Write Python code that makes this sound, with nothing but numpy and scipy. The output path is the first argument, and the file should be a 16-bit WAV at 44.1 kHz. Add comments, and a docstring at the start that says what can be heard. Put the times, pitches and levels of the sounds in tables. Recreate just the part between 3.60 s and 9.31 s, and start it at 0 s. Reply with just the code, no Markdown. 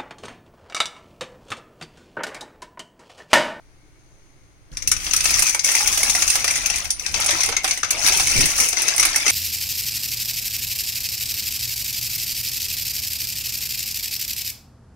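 """Boiled clams tipped out of a pot

A pot of clams steams quietly in a kitchen: noise through resonances, and a faint wavering whistle.
Then, outdoors, it is tipped onto a leaf on the ground and the heap gives way in surges. Broth splashes and gurgles
as decaying sines, wet shells clack on each other and on the aluminium pot as noise cracks with ringing modes,
and the heap slumps with a thud of low noise. Two close microphone ports each add their own resonances."""
import sys
import numpy as np
from scipy import signal
from scipy.fft import rfft, irfft, next_fast_len
from scipy.io import wavfile
from scipy.ndimage import map_coordinates

SR = 44100
rng = np.random.default_rng(int(sys.argv[2]) if len(sys.argv) > 2 else 0)


def output_pcm(signal):
    """Save a mono or channel-first signal as 16-bit PCM at the path in sys.argv[1].

    Samples are clipped to [-1, 1] before scaling.
    """
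    pcm = np.clip(np.atleast_2d(signal).T, -1, 1) * 32767
    wavfile.write(sys.argv[1], SR, np.round(pcm).astype(np.int16))


N = 251811
OUTDOORS_S = 1.115  # the kitchen gives way to the yard


def amp(db):
    """Decibels to gain."""
    return 10 ** (np.asarray(db) / 20)


def unit(x):
    """x at rms 1."""
    return x / np.sqrt(np.mean(x ** 2) + 1e-20)


def along(points, hz):
    """(Hz, value) points read on a log frequency axis."""
    f, v = np.transpose(points)
    return np.interp(np.log(hz + 1), np.log(f + 1), v)


def curves(rows):
    """One value per sample for each column after the time."""
    s, *cols = np.transpose(rows)
    return [np.interp(np.arange(N) / SR, s, c) for c in cols]


def wobble(rate):
    """A smooth random curve, rate knots a second."""
    knots = rng.standard_normal(int(N * rate / SR) + 4)
    return map_coordinates(knots, [np.arange(N) * rate / SR])


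def filtered(x, response):
    """x times a (complex) response of frequency."""
    m = next_fast_len(N + SR // 2)
    return irfft(rfft(x, m) * response(np.fft.rfftfreq(m, 1 / SR)), m)[..., :N]


def coloured(x, points, size=2048):
    """x through a causal minimum-phase filter with the given (Hz, dB) shape."""
    cepstrum = irfft(np.log(amp(along(points, np.fft.rfftfreq(size, 1 / SR)))))
    cepstrum[1:size // 2] *= 2
    cepstrum[size // 2 + 1:] = 0
    impulse = irfft(np.exp(rfft(cepstrum)))
    return signal.fftconvolve(x, impulse)[:N]


def resonances(x, modes):
    """x through parallel resonances, each (Hz, width Hz, dB)."""
    def response(f):
        return sum(amp(db) * 1j * f * w / (c * c - f * f + 1j * f * w) for c, w, db in modes)
    return filtered(x, response)


def noise(spectrum):
    """Independent noise at each port, rms 1 overall, with a (Hz, dB) spectrum."""
    return unit(filtered(rng.standard_normal((2, N)), lambda hz: amp(along(spectrum, hz))))


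def add(track, s, sound):
    """Mix a stereo sound into the track at time s."""
    start = int(np.clip(round(s * SR), 0, N - 1))
    track[:, start:start + sound.shape[1]] += sound[:, :N - start]


def grains(count, pitch_hz, spread, cycles, scatter_db, glide, size):
    """Small rings at random moments, 60 dB down after `cycles`, out of phase between ports; rms 1."""
    when, strength, phase = rng.random((count, 3)).T
    start = (when * N).astype(int)[:, None]
    hz = np.broadcast_to(pitch_hz, N)[start] * np.exp(spread * rng.standard_normal((count, 1)))
    hz = np.clip(hz, 100, SR / 2.2)
    t = np.arange(size) / SR
    age = np.minimum(hz * t / cycles, 2)
    attack = 1 - np.exp(-2 * hz * t)
    envelope = amp(scatter_db * strength[:, None] ** 2 - 60 * age) * attack
    turn = 2 * np.pi * hz * t * (1 + glide * age)
    where = (start + np.arange(size)).ravel()
    ports = [envelope * np.sin(turn + lag) for lag in (0, 2 * np.pi * phase[:, None])]
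    return unit(np.array([np.bincount(where, p.ravel(), N)[:N] for p in ports]))


def contacts(count, scatter_db, t60):
    """Envelope of rms 1 of many short taps at random moments; their powers add."""
    when, strength = rng.random((count, 2)).T
    taps = np.bincount((when * N).astype(int), amp(scatter_db * strength ** 2) ** 2, N)
    decay = amp(-60 / (t60 * SR)) ** 2
    return unit(np.sqrt(signal.lfilter([1], [1, -decay], taps)))


# Room noise spectrum. Each row: frequency in Hz, relative density in dB.
KITCHEN_HZ_DB = [(20, 8), (60, 0), (130, 1.5), (230, -15.5), (310, -4.5), (600, -7.5), (1500, -15.5),
                 (2500, -24), (4300, -22.5), (6000, -32.5), (9000, -26), (15000, -32)]
# Steam hiss. Each row: time in seconds, level in dB before steam_db.
STEAM_S_DB = [(0, -67), (.3, -63), (.6, -58.5), (.8, -62), (1.1, -65)]
# Hiss resonances. Each row: frequency in Hz, width in Hz, relative level in dB.
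STEAM_MODES = [(3150, 250, -11), (4400, 220, -5), (6440, 300, 6), (9000, 900, -18)]
# Steam whistle. Each row: time in seconds, mean pitch in Hz, level in dB.
WHISTLE_S_HZ_DB = [(0, 2050, -94), (.2, 2170, -78), (.4, 2240, -76), (.6, 2230, -78), (.85, 2140, -81),
                   (1.1, 2130, -82)]


def kitchen(level_db=-52, steam_db=-11, whistle_db=0, waver=0.0122):
    """Low room noise; steam hisses from the pot and whistles faintly, its pitch never steady."""
    hiss_db, = curves(STEAM_S_DB)
    pitch_hz, tone_db = curves(WHISTLE_S_HZ_DB)
    hiss = unit(resonances(rng.standard_normal((2, N)), STEAM_MODES))
    steam = amp(hiss_db + steam_db) * hiss
    phase = 2 * np.pi * np.cumsum(pitch_hz * (1 + waver * wobble(33.9))) / SR
    flutter = np.array([wobble(120), wobble(120)])
    whistle = amp(tone_db + whistle_db) * unit(flutter * np.sin(phase))
    room = amp(level_db + 0.27 * wobble(8.2)) * noise(KITCHEN_HZ_DB)
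    return room + steam + whistle


# Air and handling. Each row: time in seconds, mean level in dB.
HANDLING_S_DB = [(1.12, -41), (1.83, -38.5), (1.91, -49), (2.3, -41.5), (3.27, -39.5), (3.35, -48),
                 (3.58, -37.5), (4.1, -45), (4.7, -34.5), (5.2, -48.5), (5.71, -44.5)]
# Rumble spectrum. Each row: frequency in Hz, relative density in dB.
RUMBLE_HZ_DB = [(11, -25), (18, 0), (43, -1.5), (79, -4), (193, -19), (293, -24.5), (325, -17.5),
                (400, -33), (520, -13), (880, -120)]


def buffet(swing_db=2.2, rate=16):
    """Air and handling rumble low and unevenly on the ports: noise with a swinging level."""
    handling_db, = curves(HANDLING_S_DB)
    return amp(handling_db + swing_db * wobble(rate)) * noise(RUMBLE_HZ_DB)


# Decay of the reflections. Each row: frequency in Hz, t60 in seconds.
YARD_HZ_T60 = [(200, 0.15), (2500, 0.31), (7000, 0.14), (15000, 0.098)]


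def yard(x, size=8192):
    """Ground and wall answer briefly, with a new random tail per block; the upper treble dies first."""
    track = np.zeros((2, N))
    for start in range(0, N, size):
        hz, t, z = signal.stft(rng.standard_normal((2, SR // 3)), SR, nperseg=256)
        decay = amp(-60 * t / along(YARD_HZ_T60, hz)[:, None])
        tail = signal.istft(z * decay, SR, nperseg=256)[1]
        tail = tail / np.linalg.norm(tail[0])
        answer = signal.fftconvolve(x[:, start:start + size], tail, axes=1)
        add(track, start / SR + .004, answer)
    return track


# The heap dropping on the ground. Each row: start in seconds, level in dB, t60 in seconds.
SLUMPS = [(4.75, -21, 0.19), (4.778, -16.5, 0.18), (4.82, -19.5, 0.2)]
# Thud spectrum. Each row: frequency in Hz, relative density in dB.
THUD_HZ_DB = [(15, -2), (45, -13.5), (110, -5), (220, -18), (330, -13), (600, -21), (3000, -92)]


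def slump(attack_s=0.0053):
    """The bulk of the clams lands with a soft thud: low noise, decaying exponentially."""
    track, t = np.zeros((2, N)), np.arange(N) / SR
    for s, db, t60 in SLUMPS:
        attack = 1 - np.exp(-t / attack_s)
        add(track, s, amp(db - 60 * t / t60) * attack * noise(THUD_HZ_DB))
    return track


# The heap gives way. Each row: start in seconds, rise in seconds, length in seconds,
# then layer levels in dB for sliding shells, broth and spatter.
SURGES = [(1.34, 0.11, 0.44, -30, -43.5, -30.5), (1.628, .015, 0.26, -26, -41, -23.5),
          (2.032, 0.017, 0.72, -24, -34, -22.5), (2.744, 0.057, .46, -29, -38, -34),
          (3.381, 0.019, 0.12, -36, -46, -40), (3.527, .025, 0.33, -25, -32, -31.5),
          (4.018, 0.026, 0.1, -29.5, -41, -32), (4.251, 0.096, 0.2, -29, -31, -56),
          (4.386, 0.069, 0.53, -21.5, -35, -23), (4.946, 0.048, 0.08, -21.5, -32, -17),
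          (5.149, .03, 0.37, -24.5, -35, -33), (5.548, 0.014, .03, -23.5, -33.5, -26.5),
          (5.641, 0.013, 0.066, -23, -35, -33)]
SAG_DB_PER_S, STOP_DB_PER_S = 2.5, 122  # while running; added after the length is up


def surge(levels_db, rest_db):
    """Level in dB of a layer that rises with each surge, sags, and falls back to rest; powers add."""
    power = amp(rest_db) ** 2
    for (s, rise_s, length_s, *_), db in zip(SURGES, levels_db):
        age = np.maximum(np.arange(N) / SR - s, 0)
        fade_db = SAG_DB_PER_S * age + STOP_DB_PER_S * np.maximum(age - length_s, 0)
        power = power + (np.minimum(age / rise_s, 1) * amp(db - fade_db)) ** 2
    return 10 * np.log10(power)


# median bubble pitch falls as the broth pools
FIRST_BUBBLE_HZ, LAST_BUBBLE_HZ, POOLING_S = 1180, 654, 1.7


def broth(broth_db, bubbles_db=-2, slap_db=-7):
    """Poured liquid slaps the leaf and traps bubbles, each rising in pitch as it surfaces."""
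    poured_s = np.maximum(np.arange(N) / SR - OUTDOORS_S, 0)
    bubble_hz = LAST_BUBBLE_HZ + (FIRST_BUBBLE_HZ - LAST_BUBBLE_HZ) * np.exp(-poured_s / POOLING_S)
    bubbles = grains(count=1100, pitch_hz=bubble_hz, spread=.25, cycles=30, scatter_db=10, glide=.06, size=3000)
    slaps = grains(count=2400, pitch_hz=800, spread=.4, cycles=6, scatter_db=9, glide=0, size=900)
    return amp(broth_db) * (amp(bubbles_db) * bubbles + amp(slap_db) * slaps)


# Fine spatter spectrum. Each row: frequency in Hz, relative density in dB.
SPATTER_HZ_DB = [(2000, -23), (7000, -0.5), (11000, -3), (15500, -2.5)]


def spatter(spatter_db):
    """Droplets and wet films fizz: bright noise under many tiny taps."""
    return amp(spatter_db) * noise(SPATTER_HZ_DB) * contacts(count=6000, scatter_db=-8, t60=0.017)


# Large air pockets closing among the wet shells. Each row: start in seconds, first pitch in Hz, level in dB.
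GLUGS = [(2.15, 900, -16.5), (2.203, 824, -20), (2.225, 845, -19.5), (2.548, 711, -22.5), (2.753, 790, -34),
         (3.598, 830, -19.5), (3.691, 580, -20.5), (3.731, 324, -31.5), (3.888, 462, -21),
         (4.042, 713, -28), (4.494, 753, -25), (4.599, 763, -26)]


def glugs(cycles=55, glide_per_s=0.58, attack_s=0.002):
    """A large bubble rings for a fixed number of cycles, rising a little in pitch."""
    track, t = np.zeros((2, N)), np.arange(SR // 4) / SR
    for s, hz, db in GLUGS:
        envelope = amp(db - 60 * hz * t / cycles) * (1 - np.exp(-t / attack_s))
        turns = hz * t * (1 + glide_per_s * t) + rng.random((2, 1)) / 10
        add(track, s, envelope * np.sin(2 * np.pi * turns))
    return track


# Shells catching the pot's rim. Each row: start in seconds, level in dB.
RIM_HITS = [(1.316, -43), (3.304, -27)]
# Aluminium rim modes. Each row: frequency in Hz, relative level in dB, t60 in seconds.
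RIM_MODES = [(2500, -22, 0.11), (6140, -16, 0.16), (9500, 5, 0.18), (9400, 0, 0.16)]


def rim():
    """The pot's rim gives a brief metallic ring of decaying modes, damped by the hands that hold it."""
    track, t = np.zeros((2, N)), np.arange(SR // 2) / SR
    for s, db in RIM_HITS:
        for hz, mode_db, t60 in RIM_MODES:
            ring = np.sin(2 * np.pi * (hz * t + rng.random((2, 1))))
            add(track, s, amp(db + mode_db - 60 * t / t60) * ring)
    return track


def shell_band(lo_hz, hi_hz, modes_hz, ring_db, ring_t60=0.022, crack_t60=0.043, rebound=0.37, rise_s=0.00045,
               size=3072):
    """One band of a struck shell: a crack, a second one as it rocks, and the ring of any mode in band."""
    t = np.arange(size) / SR

    def at_full(x):
        """Rms 1 over the first 5 ms."""
        return x / np.sqrt(np.mean(x[:, :SR // 200] ** 2))

    again = t - rng.uniform(0.0011, 0.0044)
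    attack = 1 - np.exp(-t / rise_s)
    first = attack * amp(-60 * t / crack_t60)
    second = rebound * (again > 0) * amp(-60 * np.abs(again) / crack_t60)
    edges = np.clip([lo_hz, hi_hz], 50, SR / 2.1)
    band = signal.butter(3, edges, 'band', fs=SR, output='sos')
    hit = at_full(signal.sosfilt(band, (first + second) * rng.standard_normal((2, size))))
    for hz in modes_hz:
        if lo_hz <= hz < hi_hz:
            ring = np.sin(2 * np.pi * (hz * t + rng.random((2, 1)) / 2)) * attack * amp(-60 * t / ring_t60)
            hit = hit + amp(ring_db) * at_full(ring)
    return at_full(hit)


# Shells thumping the pot's wall. Each row: start in seconds, level in dB.
WALL_KNOCKS = [(1.317, -23), (1.542, -24.5), (1.824, -27), (2.206, -25), (2.621, -22), (3.598, -25.5),
               (3.752, -24), (4.232, -16.5), (5.427, -23), (5.455, -24), (5.664, -23)]


def wall_knocks(lo_hz=1100, hi_hz=1750, ring_hz=1310):
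    """A shell that meets the pot's wall gives a hollow, mid-pitched tock: one band with one mode."""
    track = np.zeros((2, N))
    for s, db in WALL_KNOCKS:
        tock = shell_band(lo_hz, hi_hz, (ring_hz,), ring_db=4, ring_t60=0.019, crack_t60=0.014)
        add(track, s, amp(db) * tock)
    return track


# Hollow of the pot. Each row: frequency in Hz, width in Hz, relative level in dB.
POT_MODES = [(314, 40, 17.5), (464, 12, -23), (730, 117, 2), (1305, 250, -3), (2080, 180, -35),
             (2600, 42, 2)]


def pot_hollow(shells, pot_db=-7):
    """The pot's hollow rings along with the shells inside it."""
    return amp(pot_db) * resonances(shells, POT_MODES)


# Sliding spectrum. Each row: frequency in Hz, relative density in dB.
SLIDE_HZ_DB = [(200, -44), (500, -6), (1000, 2.5), (2000, 1.5), (6000, 2.5), (10000, 2.5), (16000, -11)]


def sliding(slide_db, scrape_db=-8, ticks_db=-4):
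    """Countless light contacts in the heap: dull scrapes and the small clinks of shell edges."""
    scrape = noise(SLIDE_HZ_DB) * contacts(count=2000, scatter_db=-5.5, t60=0.021)
    ticks = grains(count=6500, pitch_hz=4400, spread=.68, cycles=45, scatter_db=13, glide=0, size=800)
    ticks = unit(filtered(ticks, lambda hz: amp(along(SLIDE_HZ_DB, hz)) * np.sqrt(hz)))
    return amp(slide_db) * (amp(scrape_db) * scrape + amp(ticks_db) * ticks)


# Knock, body, clink and sizzle of a shell. Each row: low edge in Hz, high edge in Hz, trim in dB.
SHELL_BANDS = [(480, 1470, 2.5), (1410, 5170, -1), (3600, 7800, -3.5), (7030, 14850, 5)]
# clink: level before trim, usual pitch, occasional higher pitch, chance of the higher one
CLINK_DB, CLINK_HZ, HIGH_CLINK_HZ, HIGH_CLINK_SHARE = -10, 6025, 9750, 0.063
CLINK_SPREAD = 0.0397  # the clink's pitch strays up to twice this fraction
BODY_DB, BODY_PER_KNOCK = -2, 0.43  # before trim; a heavier knock brings out more body (dB per dB)
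RING_DB, RING_SPREAD_DB = -2, 4.5  # ring against crack, random: some clacks ring, others are drier


def shell(low_hz, knock_db, sizzle_db, pan_db):
    """One struck shell: four bands of crack and ring, with random clink pitch, ring and top brightness."""
    pick, stray, ringing, brightness = rng.random(4)
    clink_hz = HIGH_CLINK_HZ if pick < HIGH_CLINK_SHARE else CLINK_HZ
    clink_hz = clink_hz * (1 + 2 * CLINK_SPREAD * (2 * stray - 1))
    ring_db = RING_DB + RING_SPREAD_DB * (2 * ringing - 1)
    levels_db = knock_db, BODY_DB + BODY_PER_KNOCK * knock_db, CLINK_DB, sizzle_db
    hit = sum(amp(band_db + trim_db) * shell_band(lo, hi, (low_hz, clink_hz), ring_db)
              for band_db, (lo, hi, trim_db) in zip(levels_db, SHELL_BANDS))
    # each clack gets its own random brightness above 11.5 kHz
    highpass = signal.butter(3, 11500, 'high', fs=SR, output='sos')
    top_db = -6 + 12 * brightness
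    hit = hit + (amp(top_db) - 1) * signal.sosfiltfilt(highpass, hit)
    return hit * amp(pan_db * np.array([[.5], [-.5]]))


def rattle(slide_db, count=75, over_db=5, scatter_db=2.5, low_hz=2330, spread=0.081, knock_db=-26, knock_spread_db=6,
           sizzle_db=-13, sizzle_spread_db=4, pan_spread_db=4):
    """Lighter clacks at chance moments, their level following the sliding heap."""
    track, first_s = np.zeros((2, N)), SURGES[0][0]
    times = first_s + (np.arange(count) + rng.random(count)) / count * (N / SR - first_s)
    traits = np.clip(rng.standard_normal((count, 5)), -2, 2)
    for s, (force, pitch, knock, sizzle, place) in zip(times, traits):
        hit = shell(low_hz * np.exp(spread * pitch), knock_db + knock_spread_db * knock,
                    sizzle_db + sizzle_spread_db * sizzle, pan_spread_db * place)
        add(track, s, amp(slide_db[int(s * SR)] + over_db + scatter_db * force) * hit)
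    return track


# The loudest shells striking. Each row: start in seconds, level in dB before level_db, low mode in Hz,
# knock in dB before band trim, sizzle in dB before band trim, left over right in dB before centring.
CLACKS = [(1.17, -11, 2380, -34, -19, 1.5), (1.222, -16, 2150, -31, -19, 6),
          (1.274, -3, 2650, -39.5, -14.5, 2.5), (1.315, -5.5, 1300, -28, -5.5, 7.5),
          (1.365, -14.5, 2500, -25.5, -15, 4), (1.465, -12.5, 2760, -16, -19, 1),
          (1.51, -9, 2750, -33, -29, 10), (1.534, -2, 2545, -29, -15.5, 5.5),
          (1.563, -2, 2500, -54, -17, 0.5), (1.605, -5.5, 2550, -31, -20.5, -3),
          (1.641, -12.5, 2980, -26, -6, 1), (1.655, -4, 2640, -20.5, -14, 6.5),
          (1.74, -8, 2750, -41, -23, 12.5), (1.792, -5.5, 2060, -31, -12, -5.5),
          (1.822, -5, 2490, -20, -11, 1.5), (1.867, -3.5, 2300, -41, -16, 4),
          (1.894, -7, 2380, -31, -12.5, 4), (1.946, -9.5, 2220, -13, -9, -1),
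          (1.993, -4, 2200, -45, -23.5, 2.5), (2.045, -3, 2210, -32, -13.5, 4),
          (2.062, -10, 2620, -34, -16, 4), (2.088, -7, 1890, -18.5, -22, 1),
          (2.151, -1.5, 2060, -29, -15.5, 0), (2.211, -14.5, 2320, -18, -18, -7),
          (2.274, -3, 2700, -38, -13.5, 5), (2.374, -9.5, 2980, -21, -13, -7),
          (2.431, -4.5, 2200, -21.5, -11.5, -2), (2.498, -4.5, 2100, -40, -11.5, 8),
          (2.55, -5.5, 2010, -22, -15, -5), (2.621, -4, 1110, -24, -13.5, 3.5),
          (2.677, -3.5, 2680, -37, -16, 2), (2.701, -1, 2630, -36, -17, -1),
          (2.754, -7, 764, -16.5, -11.5, -1.5), (2.843, -8, 2400, -14, -14, 2),
          (2.878, -4, 1970, -25, -19, -1), (2.908, -9.5, 2410, -19, -7, 2.5),
          (2.956, -9.5, 1980, -30, -10.5, 7), (3.059, -4, 2630, -31, -17, 5),
          (3.1, -8.5, 2704, -19.5, -12.5, 5.0), (3.158, -11.5, 2610, -34, -9, 11),
          (3.253, -15, 2610, -22, -19, 4), (3.304, -5, 3480, -50, -14, 4),
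          (3.395, -13.5, 2500, -37, -21, 4.5), (3.462, -8, 2550, -26.5, -19.5, 5),
          (3.541, -7, 2590, -23.5, -20, 7), (3.609, -15.5, 2120, -23, -22, 11),
          (3.661, -8.5, 2250, -32, -8, 1), (3.689, -9, 2220, -17, -30, 6), (3.706, -4, 2530, -35, -15.5, 1),
          (3.806, -7.5, 2430, -30, -16, 4.5), (3.833, -2.5, 2130, -33, -19, 0),
          (3.859, -9, 2660, -29, -14.5, -3), (3.888, -13, 2100, -11.5, -15.5, -6.5),
          (3.924, -14, 2275, -10.5, -32, 3), (3.966, -1.5, 2150, -26, -30, -1),
          (4.043, -9.5, 764, -9.5, -11.5, -0.5), (4.077, -10, 2320, -18, -14.5, -4),
          (4.109, -2, 2210, -29, -19.5, 0), (4.174, -13.5, 1980, -21, -16, -1),
          (4.231, -6.5, 1700, -21, -25, 1), (4.245, -12.5, 2260, -22, -20, 8),
          (4.306, -4.5, 2327, -24.5, -11.5, 3), (4.463, -5.5, 2063, -24.5, -13, 2.0),
          (4.484, -4, 2320, -28, -21.5, -9), (4.522, -3.5, 2200, -36, -30, 0),
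          (4.597, -7.5, 2330, -17, -17, -9), (4.671, -4, 2230, -36, -19, -9),
          (4.705, -17, 2530, -18, -33, -3), (4.807, -4, 2530, -22.5, -14, -4.5),
          (5.0, -6, 2310, -26, -11, 0.0), (5.086, -10.5, 2225, -35, -5, 4.5),
          (5.128, -11.5, 2340, -19.5, -11, 8.0), (5.17, -12, 2070, -19, -24, 13),
          (5.218, -13, 2530, -27, -6, -0.5), (5.281, -5, 1950, -27, -14, 8),
          (5.361, -18, 2650, -28, -2.5, -6), (5.379, -5.5, 2130, -27, -14, -1),
          (5.397, -1.5, 2150, -26, -12, 2), (5.428, -3.5, 2570, -21, -12.5, 1.5),
          (5.451, -2.5, 2370, -23, -14, -4), (5.559, -4.5, 2100, -20.5, -13, -5.5),
          (5.664, -6, 2040, -20, -15, 3), (5.679, -4, 2650, -28, -20, -7),
          (5.699, -8.5, 2380, -21, -11, -6)]


def clacks(level_db=-5, width=0.99, centre_db=2):
    """Single shells that fall far and strike hard."""
    track = np.zeros((2, N))
    for s, db, low_hz, knock_db, sizzle_db, pan_db in CLACKS:
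        hit = shell(low_hz, knock_db, sizzle_db, width * (pan_db - centre_db))
        add(track, s, amp(db + level_db) * hit)
    return track


# Treble tilt of the clacks: slight lift near 9.5 kHz, softer above 12 kHz.
# Each row: frequency in Hz, gain in dB.
CLACK_TILT_HZ_DB = [(2400, 0), (9500, 2.5), (12500, -2), (15500, -1)]
SETTLING_DB, DRIP_DB, FIZZ_DB = -49.5, -52, -53  # shells, broth and spatter between the surges
JOSTLE_DB, JOSTLE_RATE = 2.5, 35  # shells stick and slip: depth in dB, knots a second


def scene(yard_db=-7):
    """The kitchen, then the pour in the yard."""
    outdoors = np.clip((np.arange(N) / SR - OUTDOORS_S) / 0.0022, 0, 1)
    *_, slides, broths, spatters = np.transpose(SURGES)
    slide_db = surge(slides, SETTLING_DB)
    broth_db = surge(broths, DRIP_DB)
    spatter_db = surge(spatters, FIZZ_DB)
    shells = filtered(clacks() + rattle(slide_db), lambda hz: amp(along(CLACK_TILT_HZ_DB, hz)))
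    shells = shells + outdoors * sliding(slide_db + JOSTLE_DB * wobble(JOSTLE_RATE))
    struck = shells + pot_hollow(shells) + wall_knocks() + rim()
    pour = struck + glugs() + outdoors * (spatter(spatter_db) + broth(broth_db))
    background = outdoors * buffet() + (1 - outdoors) * kitchen()
    return pour + amp(yard_db) * yard(pour) + slump() + background


# Microphone port resonances. Each row: frequency in Hz, gain in dB.
LEFT_PORT_HZ_DB = [(110, 1.5), (280, 2.5), (500, -8.5), (1000, -4.5), (1700, 1), (2150, 7.5), (2600, 5.5),
                   (3100, 1), (4300, 0), (5300, 7.5), (5950, 12.5), (6400, 9), (7400, -3), (9400, -6),
                   (11000, -15), (15500, -8)]
RIGHT_PORT_HZ_DB = [(110, 1.5), (280, 2.5), (500, -7.5), (1000, -5), (2500, 0.5), (3800, -1.5), (5000, 2.5),
                    (7200, -3), (8400, 1), (9300, 5.5), (10500, 1.5), (14000, -7.5), (15500, -7)]
# Left-right likeness. 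Each row: frequency in Hz, correlation given to independent ports (no unit).
ALIKE_HZ = [(40, .15), (160, .15), (350, .6), (780, .75), (1050, .15), (1650, -.1), (2150, .45), (2900, 0),
            (16000, 0)]
TOP_HZ = 15850


def record(dry):
    """Ports blend by frequency and add their own resonances; peaks are rounded, the band is limited."""
    def turn(hz):
        return np.arcsin(np.clip(along(ALIKE_HZ, hz), -1, 1)) / 2

    own = filtered(dry, lambda hz: np.cos(turn(hz)))
    crossed = filtered(dry[::-1], lambda hz: np.sin(turn(hz)))
    left, right = own + crossed
    x = np.array([coloured(left, LEFT_PORT_HZ_DB), coloured(right, RIGHT_PORT_HZ_DB)])
    x = x / (1 + np.abs(x / .85) ** 4) ** (1 / 4)
    return filtered(x, lambda hz: hz < TOP_HZ)


dry = scene()
out = record(dry)
output_pcm(out)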